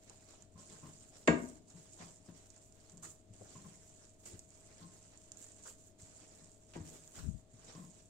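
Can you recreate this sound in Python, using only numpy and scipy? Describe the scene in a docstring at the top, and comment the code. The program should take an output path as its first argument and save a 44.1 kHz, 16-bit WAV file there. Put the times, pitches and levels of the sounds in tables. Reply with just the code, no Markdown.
"""Kitchen counter: a hand kneads crumbly cookie dough in a glass bowl, heard close up in stereo.
Random impulses and noise make the dough's crackle, rub and fizz, shaped by sweeps, grips and presses.
Damped pings are snapping bubbles and threads, sliding pops are squelches, thumps and pats are heavy dough.
The bowl knocks the counter twice (decaying modes and contact noise); low noise puffs at the left port.
An appliance hums behind: steady air noise and wavering tones."""
import sys
import numpy as np
from scipy import signal
from scipy.fft import rfft, irfft, next_fast_len
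from scipy.io import wavfile
from scipy.ndimage import uniform_filter1d, map_coordinates

SR = 44100
rng = np.random.default_rng(int(sys.argv[2]) if len(sys.argv) > 2 else 0)


def store_pcm(level_fs):
    """Save levels as 16-bit WAV."""
    pcm = np.round(np.clip(level_fs, -1, 1) * 32767).astype(np.int16)
    wavfile.write(sys.argv[1], SR, np.atleast_2d(pcm).T)


N = 356769

# tone of a breaking thread or bubble: (frequency [Hz], gain [dB])
POP_COLOUR = [(500, -13), (3000, -3), (7300, -0.5), (9000, -1.5), (11000, -18.5)]


def kneading():
    """Crackle, rub and fizz levels in dB; the powers of all the hand's movements add up."""
    # hand sweeps dough along the wall: (touch time [s], hardest push time [s], release time [s],
    # swell width [s], crackle level [dB], rub level [dB])
    sweep_rows = [(0.513, 0.74, 1.55, .15, -59.5, -66.5), (1.657, 2.01, 2.16, 0.073, -58.5, -71.5),
                  (3.296, 3.566, 4.07, 0.17, -63.5, -70.5), (4.482, 4.779, 5.7, 0.059, -65.5, -67.5),
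                  (5.99, 6.185, 6.53, 0.14, -65.5, -70), (7.509, 7.717, 8, 0.081, -61.5, -65)]
    # fingers close on the dough: (time [s], hold [s], crackle level [dB], rub level [dB])
    grip_rows = [(0.0, 0.31, -68.5, -72), (0.257, 0.065, -63, -66), (1.137, 0.039, -61.5, -68),
                 (1.366, 0.12, -58.5, -74), (1.735, 0.06, -63.5, -71.5), (1.978, 0.032, -64, -62),
                 (2.225, 0.038, -66, -70.5), (2.328, 0.044, -62, -70.5), (2.427, 0.16, -68.5, -77),
                 (2.593, 0.033, -62.5, -83), (2.73, 0.17, -70, -74), (3.486, 0.021, -60, -69),
                 (4.183, 0.034, -53, -69), (4.9, 0.036, -63, -73), (5.361, 0.086, -53.5, -72.5),
                 (5.76, 0.052, -62, -92), (5.837, 0.042, -65, -92), (5.977, 0.035, -57, -94.5),
                 (6.666, 0.24, -65, -76), (6.827, 0.13, -56.5, -66.5), (6.98, 0.19, -62.5, -73.5)]
    # fist squeezes the lump flat: (time [s], rise [s], release time [s], crackle level [dB], rub level [dB])
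    press_rows = [(3.018, 0.014, 3.11, -49.5, -64.5), (4.226, 0.012, 4.53, -53.5, -58.5),
                  (5.613, 0.058, 5.7, -51, -63.5), (6.733, 0.0033, 6.79, -64, -62.5),
                  (7.119, 0.045, 8.9, -53, -62.5)]
    # hand hangs clear of the dough: (start [s], end [s])
    lift_rows = [(0.46, 0.57), (1.6, 1.67), (3.22, 3.33), (4.155, 4.25), (5.915, 5.98), (7.419, 7.53)]
    clear_db, clear_ramp_s = -11, 0.0091
    settle_crackle_db, settle_rub_db = -69, -83  # loose crumbs between movements
    # fizz relative to crackle: a closed hand forces more air out
    sweep_fizz_db, squeeze_fizz_db = -22.5, -17

    t = np.arange(0, N / SR, 0.001)
    airborne = sum(np.clip(np.minimum(t - start, end - t) / clear_ramp_s + 1, 0, 1)
                   for start, end in lift_rows)
    contact = amp(clear_db * airborne)
    # loose crumbs dip by half as many dB as the handled dough
    settling = contact * amp([[settle_crackle_db], [settle_rub_db]]) ** 2
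    sweeping = contact ** 2 * sum(sweep(t, *row) ** 2 for row in sweep_rows) + settling
    gripping = sum(grip(t, *row) ** 2 for row in grip_rows)
    pressing = sum(press(t, *row) ** 2 for row in press_rows)
    squeezing = contact ** 2 * (gripping + pressing)
    crackle, rub = sweeping + squeezing
    fizz = amp(sweep_fizz_db) ** 2 * sweeping[0] + amp(squeeze_fizz_db) ** 2 * squeezing[0]
    return curves(np.column_stack([t, *10 * np.log10([crackle, rub, fizz])]))


def sweep(t, start, hardest, end, width, crackle_db, rub_db):
    """Crackle and rub gains: steady contact with a swell where the hand pushes hardest."""
    touch_s = 0.0082
    cling_db, drag_db = -65, -74.5  # crackle and rub throughout the contact
    crackle_linger, rub_linger = 1.72, 0.9  # swell's fall width over its rise width
    contact = np.clip((t - start) / touch_s, 0, 1) * touching(t, end)

    def swell(linger):
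        """Two-sided Gaussian around the hardest push."""
        sigma_s = np.where(t < hardest, width, width * linger)
        return np.exp(-((t - hardest) / sigma_s) ** 2 / 2)

    crackle = np.hypot(amp(cling_db), amp(crackle_db) * swell(crackle_linger))
    rub = np.hypot(amp(drag_db), amp(rub_db) * swell(rub_linger))
    return contact * np.array([crackle, rub])


def grip(t, s, hold, crackle_db, rub_db):
    """Crackle and rub gains: both follow the fingers' force."""
    attack_s, release_db_per_s = 0.032, 125
    return amp([[crackle_db], [rub_db]]) * stroke(t - s, attack_s, hold, release_db_per_s)


def press(t, s, rise, end, crackle_db, rub_db):
    """Crackle and rub gains: a short push; the dough keeps tearing after it has stopped sliding."""
    hold_s = 0.016
    crackle_db_per_s, rub_db_per_s = 84, 134
    db_per_s = np.array([[crackle_db_per_s], [rub_db_per_s]])
    push = stroke(t - s, rise, rise + hold_s, db_per_s)
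    return amp([[crackle_db], [rub_db]]) * push * touching(t, end)


def touching(t, end):
    """1 while the hand is on the dough, falling to 0 after time end as it lifts."""
    lift_s = 0.068
    return np.clip((end - t) / lift_s + 1, 0, 1)


def stroke(t, attack, hold, db_per_s):
    """An envelope that rises from t = 0, stays until t = hold and dies away."""
    return np.clip(t / attack, 0, 1) * amp(-db_per_s * np.maximum(t - hold, 0))


def dough(crackle_db, rub_db, fizz_db):
    """Squeezing tears countless sticky threads; sliding grinds flour along the glass."""
    # (frequency [Hz], gain [dB])
    crackle_colour = [(1500, -37.5), (2500, -14), (4200, -13.5), (5200, -10.5), (6200, -3.5), (7100, 5),
                      (7900, 3), (9000, -3.5), (10000, -18.5), (13000, -36), (16000, -37)]
    # (frequency [Hz], gain [dB])
    rub_colour = [(60, -2.5), (180, 6.5), (400, 8), (700, 5.5), (1000, 1), (1500, 0.5), (2200, -2),
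                  (3500, -3), (6000, 0.5), (12000, -44.5)]
    fizz_colour = [(7000, -26.0), (10000, 2.0), (16000, -5.5)]  # (frequency [Hz], gain [dB])

    tearing = unit(grains(rate=1100, size_db=2.8, port_db=3)) + 0.65 * rng.standard_normal((2, N))
    crackle = patchy(filtered(tearing, colour(crackle_colour)), depth_db=1.5)
    crackle = crackle * amp(crackle_db - 3.0 + 1.2 * wobble(60))
    mist = grains(rate=5000, size_db=1, port_db=2.5)
    fizz = unit(filtered(mist, colour(fizz_colour)))
    fizz = fizz * amp(fizz_db + 2.8 * wobble(24))
    grinding = filtered(grains(rate=4000, size_db=1.5, port_db=2), colour(rub_colour))
    rub = patchy(spread(grinding), depth_db=3.0)
    rub = rub * amp(rub_db + 3.0 + 2.05 * wobble(35))
    return crackle + fizz + rub


def grains(rate, size_db, port_db):
    """Tiny impulses, rate per second, of uneven size and with a strength of their own at each port."""
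    fires = rng.random(N) < rate / SR
    size = amp(size_db * np.minimum(rng.exponential(size=N), 4))
    sign = rng.choice([-1, 1], (2, N))
    return fires * size * sign * amp(port_db * rng.standard_normal((2, N)))


def patchy(x, depth_db):
    """Random slow gains make each band of the noise flare and fade on its own."""
    smooth_bins, smooth_frames = 4, 7
    z = signal.stft(x, nperseg=256)[2]
    field = rng.standard_normal(z.shape[1:])
    field = uniform_filter1d(field, size=smooth_bins, axis=0)
    field = uniform_filter1d(field, size=smooth_frames, axis=1)
    return unit(signal.istft(z * amp(depth_db * unit(field)), nperseg=256)[1][:, :N])


def crumbs(crackle_db, rate, size_db, level_db, pitch_spread):
    """Thicker threads break at random as damped pings, each with its own pitch, size and pan."""
    thread_limit_db = -67  # thread level follows the crackle only up to here
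    draws = rng.standard_normal((int(rate * N / SR), 3))
    times = rng.uniform(0, N / SR, len(draws))
    out, t = np.zeros((2, N)), np.arange(SR // 200) / SR
    for s, (pitch, size, pan) in zip(times, draws):
        hz = 6200 * np.exp(pitch_spread * np.clip(pitch, -2, 1))
        ping = np.sin(2 * np.pi * hz * t) * amp(-60 * t / 0.0011) * (1 - np.exp(-t * hz))
        db = min(crackle_db[int(s * SR)], thread_limit_db) + level_db + size_db * min(size, 2)
        add(out, s, ping * amp(db + 2 * pan * np.array([[1], [-1]])))
    return filtered(out, colour(POP_COLOUR))


def snaps():
    """Each sticky bubble bursts with a very short ping and a splutter, then a weaker neighbour follows."""
    # (time [s], relative level [dB], left-right difference [dB])
    snap_rows = [(0.097, -35.5, -2), (0.309, -44, -2), (0.4226, -42, -3), (1.2737, -33.5, -6),
                 (1.4982, -42, -2), (1.7017, -43.5, -1), (1.9348, -43, 0), (2.159, -45, 0),
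                 (2.5026, -41, -5.5), (2.563, -47, -2), (2.7238, -47.5, -3), (2.8967, -41.5, -6),
                 (2.92, -47, -7), (2.972, -42.5, -5), (2.978, -45.5, -5), (3.076, -47, 0), (4.3927, -33, 3),
                 (4.5049, -44.5, 0), (5.175, -44, -7), (5.237, -48.5, 0), (5.3188, -31.5, -4),
                 (5.3713, -42, -8), (5.465, -43, 0), (7.0764, -39, 3), (8.057, -46.5, 4)]
    centre_hz, pitch_spread = 7200, 0.029  # snap pitches scatter slightly around this centre
    ping_t60_s, spray_t60_s, rise_s = 0.0033, 0.016, 0.00026
    aftersnap_db, aftersnap_lag_s = -13.5, 0.005  # median lag

    out, t = np.zeros((2, N)), np.arange(SR // 30) / SR
    draws = rng.standard_normal((len(snap_rows), 2))
    for (s, db, pan_db), (pitch, lag) in zip(snap_rows, draws):
        hz = centre_hz * np.exp(pitch_spread * pitch)
        ping = np.sin(2 * np.pi * hz * t) * amp(-60 * t / ping_t60_s)
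        noise = rng.standard_normal((2, len(t)))
        spray = unit(signal.lfilter(*signal.iirpeak(hz, 2.5, SR), noise)) * amp(-60 * t / spray_t60_s)
        burst = (ping + 0.23 * spray) * (1 - np.exp(-t / rise_s))
        burst = amp(db + 2.5) * burst * amp([[pan_db / 2], [-pan_db / 2]])
        add(out, s, burst)
        add(out, s + aftersnap_lag_s * np.exp(lag / 2), amp(aftersnap_db) * burst)
    return filtered(out, colour(POP_COLOUR))


def squelches():
    """Air squeezed from hollows in the dough splutters out as clusters of pops."""
    # (time [s], relative level [dB], length [s], first pitch [Hz], last pitch [Hz])
    squelch_rows = [(0.098, -61, .027, 920, 800), (3.027, -55, 0.038, 1240, 1560),
                    (3.405, -52, 0.023, 560, 490), (4.29, -57, 0.068, 334, 292),
                    (5.643, -56.5, 0.048, 1160, 1610), (5.651, -60.5, 0.045, 524, 436),
                    (6.735, -59, .03, 2910, 1490), (6.754, -45, 0.0063, 550, 493),
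                    (6.755, -55.5, .03, 850, 930), (6.805, -54.5, 0.00575, 1050, 950),
                    (7.174, -57, 0.041, 1450, 1150)]
    out = np.zeros((2, N))
    for s, db, length, first_hz, last_hz in squelch_rows:
        pair = [bubbles(length, first_hz, last_hz, scatter=0.14, cycles=10.8, size_db=3.5, count=24)
                for port in range(2)]
        add(out, s, amp(db - 4.5) * np.array(pair))
    return spread(out)


def bubbles(length, first_hz, last_hz, scatter, cycles, size_db, count):
    """A cluster of tiny wet pops, pitched from first_hz to last_hz as their hollow changes size."""
    when = rng.random((count, 1))
    pitch, size = rng.standard_normal((2, count, 1))
    hz = first_hz * (last_hz / first_hz) ** when * np.exp(scatter * pitch)
    turns = hz * np.maximum(np.arange(SR // 8) / SR - when * length, 0)
    pops = np.sin(2 * np.pi * turns) * amp(-60 * turns / cycles) * (1 - np.exp(-2 * turns))
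    cluster = np.sum(pops * amp(size_db * size) * np.sqrt(np.sin(np.pi * when)), axis=0)
    return cluster * np.sqrt(length * SR) / np.linalg.norm(cluster)


def pats():
    """Dough lands on the bowl's wall: noise through the bowl's modes, with a faint rim ring."""
    # (time [s], relative level [dB], hold [s], relative rim level [dB])
    pat_rows = [(0.557, -58, 0.034, -7), (0.707, -57.5, 0.026, -8), (0.826, -50.5, 0.031, -9.5),
                (1.744, -53, 0.024, -25), (2.001, -54.5, 0.063, -13.5), (2.284, -49, 0.01, -22),
                (2.929, -58, 0.095, -23), (3.553, -51, 0.016, -11), (3.644, -51.5, 0.022, -13),
                (4.811, -52.5, 0.052, -13.5), (6.416, -57.5, 0.013, -18), (7.749, -49, 0.05, -12),
                (7.813, -54.5, 0.039, -32)]
    # loaded bowl on the counter: (frequency [Hz], width [Hz], relative level [dB])
    bowl_modes = [(168.3, 13.4, 16), (311, 330, -21), (414, 110, -47)]
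    # glass rim: (frequency [Hz], width [Hz], relative level [dB])
    rim_modes = [(1055, 28, 0)]
    rise_s, release_t60_s = 0.0018, 0.22

    out = np.zeros((2, N))
    body = even(filtered(rng.standard_normal(N), resonances(bowl_modes)), size=800)
    rim = unit(filtered(rng.standard_normal((2, N)), resonances(rim_modes)))
    for s, db, hold, rim_db in pat_rows:
        t = np.arange(N)[round(s * SR) - 200:][:SR // 4] / SR - s
        # force rises fast, holds while the lump spreads, then eases
        force = np.clip(t / rise_s, 0, 1) * amp(-60 * np.maximum(t - hold, 0) / release_t60_s)
        at = np.round((t + s) * SR).astype(int)
        out[:, at] += amp(db - 3.0) * force * (body[at] + amp(rim_db + 1.0) * rim[:, at])
    return out


def pushes():
    """The fist or bowl comes down heavily: dull thumps of two heavily damped partials."""
    # (time [s], relative level [dB], pitch [Hz])
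    push_rows = [(0.548, -39, 91), (1.2896, -13, 240), (3.300, -36.5, 104), (3.409, -39.5, 108.4),
                 (4.332, -33, 96.6), (6.021, -40, 88), (6.759, -29, 182), (6.7764, -28, 163.7),
                 (6.802, -27.5, 91.4), (7.534, -38.5, 128)]
    rise_s, t60_s = 0.014, 0.069
    out, t = np.zeros(N), np.arange(SR // 4) / SR
    for s, db, hz in push_rows:
        swing = np.sin(2 * np.pi * hz * t) + 0.5 * np.sin(2 * np.pi * 1.84 * hz * t)
        add(out, s, amp(db) * swing * (1 - np.exp(-t / rise_s)) * amp(-60 * t / t60_s))
    return out


def knocks():
    """The bowl's foot chatters on the counter as noise bursts, and counter and glass ring."""
    # foot contacts: (time [s], relative level [dB], softening corner [Hz])
    chatter_rows = [(1.2739, -33, 6000), (1.276, -20, 6000), (1.2787, -22.5, 4020), (1.2818, -17, 2500),
                    (1.285, -20, 2000), (6.757, -47, 1400), (6.806, -46.5, 1100)]
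    # contact noise: (frequency [Hz], gain [dB])
    clack_colour = [(30, -35.5), (110, -12), (250, 1.5), (500, -3.5), (900, -4.5), (1300, -8.5),
                    (1900, -4.5), (2900, -8.5), (3900, -16), (5900, -20), (7400, -5), (9000, -26),
                    (11000, -57.5)]
    # counter under the bowl: (frequency [Hz], relative level [dB], t60 [s])
    counter_modes = [(73, -12.5, .41), (165.2, 1, 0.33), (181, -6.5, .2), (231.6, -1.5, 0.24),
                     (252, -7, .38), (308.8, -1, .35), (391, -10, .3), (478.6, -7.5, .33), (529, -15, 0.38),
                     (600, -20, 0.3), (675, -13.5, .34), (805, -16.5, .32)]
    # held glass: (frequency [Hz], relative level [dB], t60 [s])
    glass_modes = [(938, -13.5, 0.3), (968, -12, 0.27), (1085, -18, .25), (1470, -11.5, .25),
                   (1470, -13.5, 0.28), (1630, -9, 0.22), (1896, -9, .2), (2122, -17.5, .22),
                   (2630, -20.5, .17), (3730, -29.5, .16), (4500, -28, 0.14)]
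    # knocks alone, ahead of the overall lean: (frequency [Hz], left-right difference [dB])
    knock_lean = [(320, 0), (550, -2.5), (1100, -5), (2500, 1)]
    boom_rise_s, glass_rise_s = 0.0096, 0.0027  # boom: for a 300 Hz mode
    glass_phase_rad = 1.75  # glass reaches the ports out of step

    # low modes build up last, so the boom sinks in pitch
    boom = ringing(counter_modes, lambda hz: min(boom_rise_s * (300 / hz) ** 2, 0.02), lambda hz: -hz / 900)
    glass = ringing(glass_modes, lambda hz: glass_rise_s, lambda hz: glass_phase_rad)
    contacts, t = np.zeros((2, N)), np.arange(SR // 10) / SR
    for s, db, corner_hz in chatter_rows:
        scuff = rng.standard_normal((2, len(t))) * amp(-60 * t / 0.013) * (1 - np.exp(-t / 0.00032))
        softened = signal.lfilter(*signal.butter(2, corner_hz, fs=SR), scuff)
        add(contacts, s, amp(db + 17.0) * softened)
    clack = spread(filtered(contacts, colour(clack_colour)))
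    room = kitchen(amp(-4.5) * clack + amp(-16.0) * boom + amp(-10) * glass)
    return filtered(boom + clack + glass + room, leaning(knock_lean))


def ringing(modes, rise_s, phase):
    """Stereo ring of modes at every knock; rise_s and phase between ports [rad] are functions of Hz."""
    # foot hits the counter, dough softens the lighter blow:
    # (time [s], relative level [dB], softening corner [Hz])
    knock_rows = [(1.277, -22.5, 5980), (6.757, -46.5, 600)]
    waver_rad, waver_knots_per_s = 0.299, 60  # depth for a 300 Hz mode
    out, t = np.zeros((2, N)), np.arange(SR * 3 // 4) / SR
    for k, (hz, level_db, t60) in enumerate(modes):
        # the pressing hand damps the first strong swing
        damping = 0.47 + np.exp(-t / 0.03)
        fade = amp(-60 * t / t60) * damping * (1 - np.exp(-(t / rise_s(hz)) ** 2))
        # each mode's phase drifts smoothly at random, the high ones most
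        drift = map_coordinates(rng.standard_normal(size=200), [t * waver_knots_per_s])
        waver = waver_rad * np.sqrt(hz / 300) * drift
        # neighbouring modes swing opposite ways
        port_phase = np.array([[0.5], [-0.5]]) * phase(hz)
        swing = fade * np.sin(2 * np.pi * hz * t + waver + k * np.pi + port_phase)
        for s, db, corner_hz in knock_rows:
            add(out, s, amp(db + level_db) / np.hypot(1, hz / corner_hz) * swing)
    return out


def puff():
    """Moving air buffets the left port as low noise and barely reaches the right."""
    # (time [s], gust level [dB])
    gust_rows = [(7.196, -46.5), (7.245, -39.5), (7.287, -30), (7.352, -39.5)]
    # (frequency [Hz], gain [dB])
    puff_colour = [(20, -13), (45, 5), (110, 0.5), (190, -3.5), (300, -17), (500, -33.5), (1200, -74)]
    rise_s, fall_s = 0.015, 0.018
    t = np.arange(N) / SR
    gusts = sum(amp(db) * np.exp(-np.maximum((s - t) / rise_s, (t - s) / fall_s)) for s, db in gust_rows)
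    rumble = even(filtered(rng.standard_normal(N), colour(puff_colour)), size=1200)
    return rumble * gusts * amp([[0], [-27]])


def kitchen(x):
    """The room's answer: a noise tail in which each frequency dies at its own speed."""
    # (frequency [Hz], t60 [s])
    decay_points = [(100, 0.74), (300, 0.52), (1000, 0.39), (3000, 0.28), (8000, 0.27)]
    build_s = 0.0078
    hz, t, z = signal.stft(rng.standard_normal((2, SR * 3 // 4)), SR, nperseg=256)
    decay = amp(-60 * t / along(decay_points, hz)[:, None])
    tail = signal.istft(z * decay, SR, nperseg=256)[1]
    tail = tail * (1 - np.exp(-np.arange(tail.shape[1]) / SR / build_s))
    return spread(signal.fftconvolve(x, tail / np.linalg.norm(tail[0]), axes=1)[:, :N])


def appliance():
    """Steady fan air and motor tones with slightly unsteady phase."""
    # (frequency [Hz], gain [dB])
    air_colour = [(20, 0.5), (50, -0.5), (95, -4), (140, -4.5), (300, -7.5), (450, -10.5), (540, -16.5),
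                  (640, -12.5), (780, -19), (1500, -29), (4000, -29), (15000, -45.5)]
    # motor and fan tones: (frequency [Hz], relative level [dB])
    hum_tones = [(100, -71), (200, -81), (302, -82), (437, -84.5), (588, -83.5), (635, -75), (684, -84)]
    t = np.arange(N) / SR
    air = unit(spread(filtered(rng.standard_normal((2, N)), colour(air_colour))))
    hum = sum(amp(db + 2.5) * np.sin(2 * np.pi * hz * t + 1.34 * wobble(5)) for hz, db in hum_tones)
    return amp(-66.5) * air + hum


def amp(db):
    """Decibels to gain."""
    return 10 ** (np.asarray(db) / 20)


def unit(x):
    """Scale to rms 1."""
    return x / np.sqrt(np.mean(x ** 2) + 1e-20)


def even(x, size):
    """Hold the level of a noise steady over size samples."""
    return x / np.sqrt(np.abs(uniform_filter1d(x ** 2, size=size)) + 1e-12)


def along(points, hz):
    """(Hz, value) points read on a log axis."""
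    f, v = np.transpose(points)
    return np.interp(np.log(hz + 1), np.log(f + 1), v)


def curves(rows):
    """One value per sample for each column after the time."""
    s, *cols = np.transpose(rows)
    return [np.interp(np.arange(N) / SR, s, c) for c in cols]


def wobble(rate):
    """A smooth random curve, rate knots a second."""
    knots = rng.standard_normal(int(N * rate / SR) + 4)
    return map_coordinates(knots, [np.arange(N) * rate / SR])


def add(track, s, sound):
    """Mix a sound into a track at time s."""
    start = max(0, round(s * SR))
    part = track[..., start:start + sound.shape[-1]]
    part += sound[..., :part.shape[-1]]


def filtered(x, response):
    """Filter x by a complex response of frequency, zero-padded."""
    m = 2 * next_fast_len((N + SR) // 2)
    return irfft(rfft(x, m) * response(np.fft.rfftfreq(m, 1 / SR)), m)[..., :N]


def colour(points):
    """Causal (minimum-phase) response with the given (Hz, dB) shape."""
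    def response(hz):
        cepstrum = irfft(np.log(amp(along(points, hz))))
        half = len(cepstrum) // 2
        cepstrum[1:half] *= 2
        cepstrum[half + 1:] = 0
        return np.exp(rfft(cepstrum))
    return response


def resonances(modes):
    """Causal response of (Hz, width Hz, dB) modes with alternating signs."""
    def response(f):
        return sum((-1) ** k * amp(db) * 1j * f * w / (c * c - f * f + 1j * f * w)
                   for k, (c, w, db) in enumerate(modes))
    return response


def spread(pair):
    """Two unrelated signals become left and right, alike in the bass."""
    # (frequency [Hz], left-right correlation [0..1])
    likeness = [(60, 0.66), (130, 0.81), (300, .7), (640, 0.19), (1400, 0.069), (3000, 0)]

    def mid_side(hz):
        """Mid and side gains that give the wanted correlation."""
        turn = np.arccos(np.clip(along(likeness, hz), -1, 1)) / 2
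        return np.array([np.cos(turn), np.sin(turn)])

    mid, side = filtered(pair, mid_side)
    return np.array([mid + side, mid - side])


def leaning(points):
    """Left and right gains for (Hz, left-right dB) points."""
    return lambda hz: amp(np.outer([0.5, -0.5], along(points, hz)))


def scene():
    """Everything in the bowl sounds close, with a little kitchen around it."""
    # all but the puff: (frequency [Hz], left-right difference [dB])
    overall_lean = [(60, 2.5), (200, 4.5), (380, 7.5), (700, 2.5), (1300, 2), (2400, -1.5), (4400, -2),
                    (7000, -9.5), (9000, 0), (15000, -3)]
    crackle_db, rub_db, fizz_db = kneading()
    threads = crumbs(crackle_db, rate=54, size_db=0.5, level_db=10.5, pitch_spread=0.24)
    bowl = dough(crackle_db, rub_db, fizz_db) + threads + snaps() + squelches() + pats() + pushes()
    sound = bowl + amp(-11.0) * kitchen(bowl) + knocks() + appliance()
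    return filtered(sound, leaning(overall_lean)) + puff()


def record(dry):
    """Remove everything above top_hz."""
    top_hz = 15800
    return filtered(dry, lambda hz: hz < top_hz)


dry = scene()
out = record(dry)
store_pcm(out)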